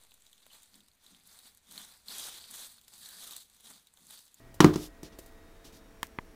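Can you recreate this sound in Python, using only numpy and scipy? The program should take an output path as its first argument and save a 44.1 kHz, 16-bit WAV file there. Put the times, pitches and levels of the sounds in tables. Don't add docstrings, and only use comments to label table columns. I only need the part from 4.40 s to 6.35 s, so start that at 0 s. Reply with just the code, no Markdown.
import sys
import numpy as np
from scipy import signal
from scipy.fft import rfft, irfft
from scipy.io import wavfile
from scipy.ndimage import uniform_filter1d

SR = 44100
rng = np.random.default_rng(int(sys.argv[2]) if len(sys.argv) > 2 else 0)


def master_out(mix):
    frames = np.transpose(np.atleast_2d(mix))
    ceiling = np.clip(frames, -1, 1)
    pcm = np.round(ceiling * 32767).astype(np.int16)
    wavfile.write(sys.argv[1], SR, pcm)


N = 85995

# (frequency [Hz], level [dB per Hz])
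AIR_COLOUR = [(12, -40), (20, 4.5), (86, -10), (120, -17.5), (270, -10), (399, -16.5), (446, -17),
              (624, -19.5), (678, -23.5), (825, -21.5), (1910, -25), (3070, -32), (16000, -40)]
# (frequency [Hz], level [dB], start [s], end [s])
FAN_TONES = [(121.5, -60.5, -.2, 0.26), (334, -74.5, -.2, 2.2), (447, -67.5, 0.51, 2.2),
             (667, -67, -.2, 1.36), (662, -69.5, 1.28, 2.2), (1898, -72, -.2, 1.155),
             (3740, -77.5, 0.54, 1.56), (5620, -80, 1.32, 2.2)]
# (frequency [Hz], t60 [s])
ROOM_DECAY = [(100, 0.31), (400, 0.39), (1000, 0.31), (3000, 0.26), (8000, 0.27), (16000, 0.31)]
# (frequency [Hz], level [dB per Hz])
TAIL_COLOUR = [(60, -13), (200, -15.5), (400, 3), (620, -2), (1100, -0.5), (1900, -10), (3400, -12.5),
               (6000, -18.5), (10000, -27.5), (16000, -27)]
# (frequency [Hz], share of the treble gain [0-1])
TREBLE_SHELF = [(5000, 0), (10000, 0.85), (16000, 1)]
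# (time [s], length [s], level [dB], treble gain [dB])
RUB_STROKES = [(0.331, 0.015, -38, -4), (0.365, 0.102, -48, 2), (0.418, 0.074, -49, 4.5),
               (0.636, 0.06, -52, -3), (0.718, 0.046, -59, -10), (0.813, 0.055, -64, 10),
               (0.873, 0.037, -64.5, 4), (1.241, 0.05, -51.5, -2), (1.263, 0.059, -60, 1),
               (1.32, 0.081, -58, 2)]
# (frequency [Hz], level [dB per Hz])
RUB_COLOUR = [(300, 7), (1500, -14), (3200, -3.5), (5700, -2), (8000, -8), (11000, -10), (14500, -11),
              (16000, -21)]
# (time [s], bump [dB], tick [dB], tick t60 [s])
TAPS_AND_TICKS = [(.142, -47, -52.5, 0.088), (.6352, -57, -50.5, .02), (0.7872, -37, -46, 0.081),
                  (0.8604, -51.5, -52.5, 0.053), (0.92, -71, -65.5, 0.052), (1.6214, -61, -59, 0.022),
                  (1.669, -75, -42, 0.0065)]
# (frequency [Hz], level [dB per Hz])
TICK_COLOUR = [(500, -12), (3500, 0), (8200, 3.5), (11000, 0.5), (13500, -1), (14900, 8), (16000, -22)]
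# (frequency [Hz], level [dB], t60 [s])
BUMP_MODES = [(367, -2.5, 0.038), (537, -2, 0.016)]
# (time [s], ring [dB], low cut [Hz], high cut [Hz], snap [dB], scrape [dB])
SMALL_CLICKS = [(1.63, -17, 564, 6140, -20, -45.5), (1.7867, -14.5, 60, 2040, -45.5, -75)]
# (frequency [Hz], level [dB], t60 [s])
PART_MODES = [(172, -2, 0.0063), (370, -7, 0.0071), (972, -11, .022), (1120, -10, 0.015),
              (1765, -14.5, 0.018), (2050, -1, 0.0087), (2320, -9, 0.0099), (3265, -7, 0.0077),
              (4200, -11.5, 0.0066)]
# (frequency [Hz], level [dB per Hz])
SNAP_COLOUR = [(500, -4.5), (2000, 8.5), (4000, -5.5), (5500, -8), (7500, -5), (12000, -8.5), (16000, -8)]
# (frequency [Hz], level [dB per Hz])
SCRAPE_COLOUR = [(500, -9), (2000, 6), (4000, -5), (7000, -4), (16000, -6)]
# (time [s], thump [dB], clack [dB], crack [dB], crack t60 [s], crack treble gain [dB], room [dB])
LANDINGS = [(0.204, -4, -11, -12.5, 0.032, -1.5, -24.5), (0.2443, 1, -12.5, -20, 0.025, 5, -30.5),
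            (0.3381, -36, -43, -38, 0.075, 1.5, -57), (0.3577, -17, -37, -33, 0.037, 2.5, -49.5),
            (0.6308, -33.5, -66, -41, 0.031, 9, -60.5)]
# (frequency [Hz], level [dB], t60 [s])
THUMP_MODES = [(43.9, -39, 0.69), (82, -35.5, 0.48), (95.6, -24, 0.21), (152.7, -18, .22), (174, -29, 0.32),
               (180.8, -7.5, 0.068), (220, -16.5, 0.15), (272.5, -18, 0.16), (306, -16.5, 0.34),
               (321.7, -5, 0.068), (350.4, -20, .22), (367.8, -19.5, .23), (403, -28, .24),
               (429.2, -29, 0.39)]
# (frequency [Hz], level [dB], t60 [s])
CLACK_MODES = [(696.6, -19.5, 0.15), (739, -30.5, 0.29), (947, -15, 0.0375), (955, -0.5, 0.019),
               (1062, -1, 0.023), (1109, -12.5, 0.061), (1210, -14.5, .14), (1360, -13.5, 0.076),
               (1392, -10.5, 0.029), (1585, -25, .17), (1930, -3, 0.017), (2083, -10.5, 0.022),
               (2980, -9.5, 0.021)]
# (frequency [Hz], level [dB per Hz])
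CRACK_COLOUR = [(200, -26), (650, 3.5), (1000, 3), (2500, -4.5), (4000, 1.5), (6200, -1.5), (8500, -9),
                (11500, -13.5), (13500, -15), (16000, -15)]

CLACK_RISE_S, CRACK_RISE_S = 0.00053, 0.00055
TIME = np.arange(N) / SR


def amp(db):
    return 10 ** (np.asarray(db) / 20)


def unit(x):
    return x / np.sqrt(np.mean(x ** 2) + 1e-20)


def curve_at(points, hz):
    freqs, values = np.transpose(points)
    return np.interp(np.log(hz + 1), np.log(freqs + 1), values)


def add(mix, start_s, sound):
    part = mix[round(start_s * SR):][:len(sound)]
    part += sound[:len(part)]


def noise(colour):
    gain = amp(curve_at(colour, np.fft.rfftfreq(N, 1 / SR)))
    return unit(irfft(rfft(rng.standard_normal(N)) * gain, N))


def wobble(samples):
    return unit(uniform_filter1d(rng.standard_normal(N), size=samples))


def decay(t60):
    return np.exp(-np.log(1000) * TIME / t60)


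def ring(modes):
    return sum(amp(db) * decay(t60) * np.sin(2 * np.pi * hz * TIME) for hz, db, t60 in modes)


def burst(colour, rise_s, t60):
    return noise(colour) * np.minimum(TIME / rise_s, 1) * decay(t60)


def shelved(colour, treble_db):
    return [(hz, db + treble_db * curve_at(TREBLE_SHELF, hz)) for hz, db in colour]


def fan(air_db=-55, waver_hz=6, fade_s=0.095):
    out = amp(air_db) * noise(AIR_COLOUR)
    for hz, db, start_s, end_s in FAN_TONES:
        pitch = hz + waver_hz * wobble(samples=1500)
        fade = np.clip(np.minimum(TIME - start_s, end_s - TIME) / fade_s, 0, 1)
        out += np.sqrt(2) * amp(db) * fade * np.sin(2 * np.pi * np.cumsum(pitch) / SR)
    return out


def room_tail(build_s=0.01):
    hz, t, bands = signal.stft(noise(TAIL_COLOUR), SR, nperseg=256)
    t60 = curve_at(ROOM_DECAY, hz)[:, None]
    _, tail = signal.istft(bands * np.exp(-np.log(1000) * t / t60), SR, nperseg=256)
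    return tail[:N] * np.minimum(TIME / build_s, 1)


def cover_rubs(rise_s=0.0073, fall_s=0.033, grain_db=1):
    out = np.zeros(N)
    for start_s, length_s, db, treble_db in RUB_STROKES:
        stroke = np.clip(np.minimum(TIME / rise_s, (length_s - TIME) / fall_s), 0, 1)
        grain = amp(grain_db * wobble(samples=50))
        swish = unit(grain * noise(shelved(RUB_COLOUR, treble_db)))
        add(out, start_s, amp(db) * stroke * swish)
    return out


def taps_and_ticks(bump_lag_s=0.002):
    out = np.zeros(N)
    for start_s, bump_db, tick_db, t60 in TAPS_AND_TICKS:
        add(out, start_s, amp(tick_db) * burst(TICK_COLOUR, CRACK_RISE_S, t60))
        add(out, start_s + bump_lag_s, amp(bump_db) * ring(BUMP_MODES))
    return out


def small_clicks(rise_s=0.00065):
    out = np.zeros(N)
    part_ring = -ring(PART_MODES) * (1 - np.exp(-TIME / rise_s))
    for start_s, ring_db, low_cut_hz, high_cut_hz, snap_db, scrape_db in SMALL_CLICKS:
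        tone = signal.lfilter(*signal.butter(2, high_cut_hz, fs=SR), part_ring)
        tone = signal.lfilter(*signal.butter(1, low_cut_hz, "high", fs=SR), tone)
        snap = amp(snap_db) * burst(SNAP_COLOUR, CLACK_RISE_S, t60=0.011)
        scrape = amp(scrape_db) * burst(SCRAPE_COLOUR, rise_s=0.0083, t60=0.13)
        add(out, start_s, amp(ring_db) * tone + snap + scrape)
    return out


def knife_landings(thump_lag_s=0.0019, thump_rise_s=0.001, puff_lead_s=0.00079, puff_s=0.0035):
    out = np.zeros(N)
    thump = -ring(THUMP_MODES) * (1 - np.exp(-TIME / thump_rise_s))
    clack = ring(CLACK_MODES) * np.minimum(TIME / CLACK_RISE_S, 1)
    puff = amp(-6.5) * np.sin(np.pi * np.minimum(TIME / puff_s, 1)) ** 2
    for start_s, thump_db, clack_db, crack_db, t60, treble_db, room_db in LANDINGS:
        crack = burst(shelved(CRACK_COLOUR, treble_db), CRACK_RISE_S, t60)
        add(out, start_s - puff_lead_s, amp(thump_db) * puff)
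        add(out, start_s, amp(clack_db) * clack + amp(crack_db) * crack)
        add(out, start_s + thump_lag_s, amp(thump_db) * thump + amp(room_db) * room_tail())
    return out


def scene(mic_low_cut_hz=32.7):
    foreground = knife_landings() + taps_and_ticks() + small_clicks() + cover_rubs()
    foreground = signal.lfilter(*signal.butter(2, mic_low_cut_hz, "high", fs=SR), foreground)
    return (foreground + fan())[None]


def record(dry):
    ceiling, high_cut_hz = 0.92, 16000
    rounded = dry / (1 + (dry / ceiling) ** 8) ** (1 / 8)
    high_cut = signal.firwin(255, high_cut_hz, window=("kaiser", 9), fs=SR)
    return signal.oaconvolve(rounded, high_cut[None], "same")


dry = scene()
out = record(dry)
master_out(out)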